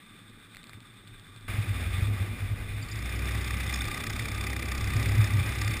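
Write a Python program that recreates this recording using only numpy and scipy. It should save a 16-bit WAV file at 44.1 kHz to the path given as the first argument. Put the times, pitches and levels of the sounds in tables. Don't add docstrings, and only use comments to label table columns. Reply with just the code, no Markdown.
import sys
import numpy as np
from scipy import signal
from scipy.fft import rfft, irfft
from scipy.io import wavfile
from scipy.ndimage import uniform_filter1d

SR = 44100
rng = np.random.default_rng(int(sys.argv[2]) if len(sys.argv) > 2 else 0)


def log_audio(samples):
    frames = np.atleast_2d(samples).T
    limited = np.clip(frames, -1, 1)
    pcm = np.round(limited * 32767).astype(np.int16)
    wavfile.write(sys.argv[1], SR, pcm)


def elevation(decibels):
    levels = np.asarray(decibels, float)
    return 10 ** (levels / 20)


N = 255780
CHANGE_S = 1.4805

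# frequency in Hz, width in Hz, then levels in dB of the idle hiss, the road hiss,
# the own rattle and the other kart's rattle.
CASE_MODES = [(813, 67, -19, -19.5, -17.5, -30), (1197.5, 89, -7.5, -10, -10.5, -9.5),
              (1574, 250, -6.5, -10.5, -17, -6.5), (2030, 300, -7, -5.5, -3.5, -7.5),
              (2400, 148, -8.5, -6, -7, -13), (3560, 170, -3.5, -9.5, -12, -3),
              (4750, 408, -32, -22.5, -14.5, -19), (5307, 630, -16.5, -16.5, -7.5, -9),
              (3550, 2600, -28, -24, -12.5, -12)]


def curve(rows):
    s, *columns = np.transpose(rows)
    return np.array([np.interp(np.arange(N) / SR, s, c) for c in columns])


def by_scene(queue, road):
    return np.where(np.arange(N) / SR < CHANGE_S, queue, road)


def unit(x):
    return x / np.sqrt(np.mean(x ** 2))


def ring(x, hz, width_hz):
    return signal.lfilter(*signal.iirpeak(hz, hz / width_hz, fs=SR), x)


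def walk(rate_hz):
    k = int(SR / rate_hz)
    steps = np.repeat(rng.standard_normal(N // k + 1), k)[:N]
    return unit(uniform_filter1d(steps, k))


def swells(times_s, crests_db, holds_s, rise_db_s, fall_db_s, calm_db):
    t = np.arange(N) / SR
    power = elevation(2 * calm_db)
    for s, db, held_s in zip(times_s, crests_db, holds_s):
        near = slice(max(int((s - .25) * SR), 0), int((s + held_s + .35) * SR))
        before_s = np.clip(s - t[near], 0, None)
        after_s = np.clip(t[near] - s - held_s, 0, None)
        power[near] += elevation(2 * (db - rise_db_s * before_s - fall_db_s * after_s))
    return 10 * np.log10(power)


def wind_leak(level_db):
    # frequency in Hz, spectrum level in dB per Hz.
    spectrum = [(60, 2.5), (130, 0), (220, -0.5), (330, -5.5), (450, -11), (700, -14.5), (1000, -21),
                (3000, -44), (6000, -38)]
    bin_hz, bin_db = np.transpose(spectrum)
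    hz = np.fft.rfftfreq(N, 1 / SR) + 1
    shape = elevation(np.interp(np.log(hz), np.log(bin_hz), bin_db, left=-40))
    rumble = unit(irfft(rfft(rng.standard_normal(N)) * shape, N))
    throb = elevation(3.0 * np.cos(2 * np.pi * 27 * np.arange(N) / SR + .8 * walk(4)))
    rumble = by_scene(unit(throb * ring(rumble, 230, 300)), rumble)
    return rumble * elevation(level_db + 3.0 + walk(25))


def buffets(calm_db):
    # crest in seconds, level in dB, hold in seconds.
    crests = [(.32, -58, .03), (.58, -67, 0), (.74, -56, 0), (1.0, -58, .47), (1.49, -43, .02),
              (2.04, -42, .08), (2.25, -48, .25), (2.55, -43, .15), (2.84, -41, .02), (3.13, -51, 0.0055),
              (3.31, -47.5, 0), (3.41, -47, 0), (3.88, -42, 0.026), (4.08, -47, .3), (4.77, -40, .05),
              (4.95, -45, 0.33), (5.45, -46, 0.12), (5.78, -42, .02)]
    s, crest_db, held_s = np.transpose(crests)
    level_db = swells(s, crest_db, held_s, rise_db_s=200, fall_db_s=148, calm_db=calm_db)
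    level_db = by_scene(np.minimum(level_db, -53), level_db)
    push = rng.standard_normal(N)
    queue = unit(ring(ring(push, 28.49, 11), 28.43, 14))
    road = unit(ring(ring(push, 37.5, 24), 36.39, 30))
    return by_scene(queue, road) * elevation(level_db)


def jolts():
    # start in seconds, peak in dB, ring time to -60 dB in seconds.
    bumps = [(0.746, -38, 0.2), (1.583, -23, 0.1), (1.679, -25, 0.12), (1.864, -17.5, 0.14),
             (1.914, -26, 0.05), (1.979, -26, 0.1), (2.018, -15.5, 0.2), (2.199, -27, 0.17),
             (2.419, -21, 0.07), (2.507, -29, 0.2), (4.784, -25, 0.03), (4.952, -16, 0.18),
             (4.984, -19, 0.15), (5.058, -17, 0.14), (5.184, -18, 0.28), (5.652, -19, .12)]
    t = np.arange(N) / SR
    swing = np.zeros(N)
    for s, db, t60_s in bumps:
        onset = np.clip((t - s) / 0.0083, 0, 1)
        swing += elevation(db - 3.5 - 60 * np.abs(t - s) / t60_s) * onset
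    return swing


def mount(calm_db):
    # crest in seconds, level in dB, pitch in Hz, hold in seconds.
    queue_gusts = [(.11, -55, 101.1, .02), (.2, -55, 109, .04), (.28, -55, 109.5, .07),
                   (.44, -59, 100, 0.11), (.68, -54, 112, .06), (.84, -55, 114, .01), (.9, -54, 114, .08),
                   (1.06, -51, 101, .04), (1.12, -44.5, 109, .01), (1.2, -49, 107, .01),
                   (1.3, -49, 99.8, .02), (1.36, -48, 105.4, .11)]
    road_gusts = [(1.49, -31.5, 102.1, .06), (1.59, -22.5, 104, 0.023), (1.7, -24.5, 104.4, 0.011),
                  (1.76, -33, 92.05, 0.091), (1.95, -27.5, 92.03, .04), (2.09, -25, 102, 0.048),
                  (2.21, -25, 95.1, .02), (2.29, -32, 101, .06), (2.44, -25.5, 100.6, 0),
                  (2.52, -28.5, 104, 0.011), (2.63, -33, 98, 0.022), (2.71, -32.5, 101, 0.12),
                  (2.93, -33.5, 106, .08), (3.16, -33.5, 100.5, 0.059), (3.33, -32.5, 101.2, 0.073),
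                  (3.46, -33.5, 103, 0.015), (3.54, -33, 103, 0), (3.66, -32, 98.5, .02),
                  (3.76, -35, 107.4, 0), (3.86, -33.5, 106.7, .02), (4.07, -33, 103.9, 0.065),
                  (4.19, -32, 104.3, 0.049), (4.32, -33, 103.1, 0.173), (4.64, -36, 97.9, 0.038),
                  (4.82, -28.5, 100.1, .08), (5.09, -25, 105, .09), (5.2, -17.5, 101.1, 0.027),
                  (5.35, -20, 101, 0.054), (5.46, -28, 102, 0.031), (5.58, -29, 104, .17)]
    s, crest_db, pitch_hz, held_s = np.transpose(np.concatenate([queue_gusts, road_gusts]))
    level_db = swells(s, crest_db, held_s, rise_db_s=400, fall_db_s=450, calm_db=calm_db)
    level_db = by_scene(np.minimum(level_db, -44), level_db)
    hz = np.interp(np.arange(N) / SR, s, pitch_hz)
    tone = np.sqrt(2) * np.sin(2 * np.pi * np.cumsum(hz) / SR + 0.71 * walk(20))
    rough = unit(ring(ring(rng.standard_normal(N), 114, 38), 114, 38))
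    return unit(tone + elevation(-11) * rough) * (elevation(level_db - 2.5) + jolts())


def case_hiss(level_db):
    shared_db = 1.5 * (.6 * walk(14) + 1.2 * walk(60)) / 1.74
    out = np.zeros(N)
    for hz, width_hz, idle_db, road_db, *_ in CASE_MODES:
        mode = unit(ring(rng.standard_normal(N), hz, width_hz))
        out += mode * elevation(by_scene(idle_db, road_db) + shared_db + 1.2 * walk(30))
    return out * elevation(level_db)


def ticks():
    # start in seconds, peak in dB, pitch in Hz, crack level in dB.
    taps = [(0.5436, -45, 1500, -7), (0.5475, -36, 2150, -5), (0.5586, -41, 2600, 1),
            (0.5687, -34.5, 1970, 1), (.631, -40, 3700, -4), (0.6406, -38, 2400, 1), (.67, -42, 3610, 3),
            (0.6947, -38.5, 1400, 0), (0.733, -35, 2110, -11), (.8044, -45.5, 3560, 4.5),
            (1.0743, -44, 3500, -1), (1.0795, -45, 3500, 1), (1.1966, -43, 3500, -4),
            (1.3623, -42.5, 3410, 3), (1.41, -51, 3500, 3)]
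    out, t = np.zeros(N), np.arange(600) / SR
    for s, db, hz, crack_db in taps:
        grit = np.sin(2 * np.pi * 4200 * t) + 1.05 * rng.standard_normal(len(t))
        crack = elevation(crack_db - 1.0) * grit * np.exp(-t / 0.00062)
        tap = crack + np.sin(2 * np.pi * hz * t) * np.exp(-t / 0.0012)
        onset = 1 - np.exp(-t / .00012)
        out[int(s * SR):][:len(t)] += elevation(db + 2.5) * tap * onset
    return out


def squeaks():
    # start in seconds, level in dB, start pitch in Hz, end pitch in Hz, length in seconds.
    rubs = [
        (2.807, -44.5, 4770, 4560, 0.038),
        (2.878, -48.5, 4750, 4650, .018),
        (2.91, -38.5, 4970, 4750, 0.026),
        (3.736, -29, 5500, 5118, 0.013),
        (5.65, -50, 4460, 4480, .11),
    ]
    out = np.zeros(N)
    for s, db, start_hz, end_hz, length_s in rubs:
        n = int(length_s * SR)
        jitter = 1 + 0.00078 / length_s * walk(710)[:n]
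        cycles = np.cumsum(np.linspace(start_hz, end_hz, n) * jitter) / SR
        level = elevation(db + 4.4 * walk(269.9)[:n]) * np.hanning(n)
        out[int(s * SR):][:n] += level * np.sin(2 * np.pi * cycles)
    return out


def crank_hum(cycles):
    # time in seconds, hum level in dB.
    hum_level = [(1.49, -32.5), (1.65, -41.5), (1.9, -30.5), (2.08, -36), (2.26, -48), (2.33, -37),
                 (2.92, -44), (3.05, -33), (3.82, -32.5), (3.9, -47), (4.0, -41), (4.07, -52),
                 (4.13, -38.5), (4.73, -34), (5.17, -31.5), (5.41, -38.5), (5.49, -32.5), (5.8, -39)]
    # multiple of the firing rate, level in dB.
    orders = [(3, -9), (4, -9), (6, -21), (8, -32), (10, -17), (12, -18)]
    turn = 2 * np.pi * (cycles - .265)
    level_db = by_scene(-120, curve(hum_level)[0])
    clean = np.sqrt(2) * np.cos(2 * turn + .15 * walk(8))
    upper = np.zeros(N)
    for multiple, db in orders:
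        upper += elevation(db + 2.0 * walk(12)) * np.cos(round(multiple) * turn + 0.71 * walk(14))
    rough = unit(ring(ring(rng.standard_normal(N), 63, 16), 63, 22))
    share = np.clip((np.arange(N) / SR - 2.7) / .15, 0, .97)
    low = (share * clean + 0.84 * np.sqrt(1 - share ** 2) * rough) * elevation(level_db)
    return low + share * upper * elevation(uniform_filter1d(level_db, SR // 2))


def own_cycles():
    coast_hz, climb_from_hz, governed_hz = 26, 27.5, 32.33
    throttle_s, climb_s = 2.88, .26
    t = np.arange(N) / SR
    climb_hz = governed_hz - (governed_hz - climb_from_hz) * np.exp((throttle_s - t) / climb_s)
    return -.1 + np.cumsum(np.where(t < throttle_s, coast_hz, climb_hz)) / SR


def other_cycles():
    # time in seconds, firing rate in Hz.
    rate = [
        (3, 29.9),
        (4, 30.3),
        (4.2, 32),
        (4.6, 32.2),
    ]
    return -11 + np.cumsum(curve(rate)[0]) / SR


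def rattle(cycles, level_db, column, rise, fall, colour_db):
    firing = np.round(cycles).astype(int)
    chance = rng.standard_normal((200, len(CASE_MODES) + 1, 2))[firing].T
    phase = cycles - firing + .02 * chance[0, -1]
    size = elevation(chance[1, -1])
    out = np.zeros(N)
    for mode, slip, tint in zip(CASE_MODES, *chance):
        hz, width_hz = mode[:2]
        late = phase + .04 * slip
        decay = np.where(late < 0, (late / rise) ** 2, late / fall)
        burst = size * elevation(colour_db * tint) * np.exp(-decay)
        grit = ring(rng.standard_normal(N), hz, 2 * width_hz)
        grit = grit / uniform_filter1d(np.abs(grit), 60) ** .6
        out += elevation(mode[column]) * unit(ring(grit * burst, hz, width_hz))
    return out * elevation(level_db)


def engine_rattle(own):
    # time in seconds, own rattle level in dB.
    own_load = [(1.5, -79.5), (2.75, -86), (2.95, -47), (3.3, -45), (3.6, -43.5), (3.9, -40), (4.2, -42),
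                (4.5, -41), (4.8, -42), (5.1, -41), (5.35, -44.5), (5.6, -41.5), (5.8, -41.5)]
    # time in seconds, other kart's rattle level in dB.
    other_near = [
        (3.05, -76),
        (3.3, -48),
        (3.55, -52),
        (3.8, -44),
        (4.05, -51.5),
        (4.2, -47.5),
        (4.45, -76),
    ]
    # hard firing in seconds, extra level in dB.
    hard = [(3.445, 4), (3.51, 2.5), (3.74, 4.5), (3.775, 3.5), (4.005, 1), (4.04, 2), (4.072, 2.5),
            (4.103, 3), (4.17, 1), (4.443, 1.5), (4.475, 2.5), (4.565, 1.5), (4.72, 3.5), (4.75, 2),
            (5.247, 3), (5.62, 2.5), (5.68, 2.5), (5.745, 1), (5.775, 1.5)]
    t = np.arange(N) / SR
    hard_db = sum(db * np.exp(-((t - s) / .01) ** 2) for s, db in hard)
    own_db = by_scene(-120, curve(own_load)[0]) + hard_db
    other_db = curve(other_near)[0] + hard_db
    near = rattle(own, own_db, column=4, rise=0.12, fall=0.12, colour_db=2.0)
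    passing = rattle(other_cycles(), other_db, column=5, rise=0.076, fall=0.087, colour_db=2.2)
    return near + passing


def scene():
    # time in seconds, case hiss in dB, wind against the hiss in dB.
    pace = [(1.49, -39, -6), (1.68, -41.5, -5.5), (1.83, -40, -4.5), (2.04, -40.5, -5.5), (2.17, -42.5, -2),
            (2.49, -44.5, -4), (2.9, -44, -5.5), (3.21, -40, -4), (3.8, -40.5, -5.5), (3.9, -39.5, -3.5),
            (4.05, -41.5, -2), (4.72, -41.5, -3), (5.07, -36.5, -3.5), (5.29, -38, -4), (5.8, -39, -4.5)]
    pace_db, air_db = curve(pace)
    air = wind_leak(by_scene(-59.5, pace_db + air_db)) + buffets(by_scene(-68, pace_db - 13))
    shake = mount(by_scene(-67, pace_db - 3))
    case = case_hiss(by_scene(-56.5, pace_db)) + ticks() + squeaks()
    own = own_cycles()
    return (air + shake + case + crank_hum(own) + engine_rattle(own))[None]


def roll_off(x):
    return signal.sosfilt(signal.butter(12, 16120, fs=SR, output="sos"), x)


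def record(dry):
    x = signal.sosfilt(signal.butter(4, 5500, fs=SR, output="sos"), dry)
    slow = signal.resample_poly(x, 40, 147, axis=1)
    held = np.repeat(slow, 4, axis=1)
    held = signal.resample_poly(held, 147, 160, axis=1)[:, :N]
    mix = signal.sosfilt(signal.ellip(14, .3, 75, 15270, fs=SR, output="sos"), held)
    return roll_off(mix)


dry = scene()
out = record(dry)
log_audio(out)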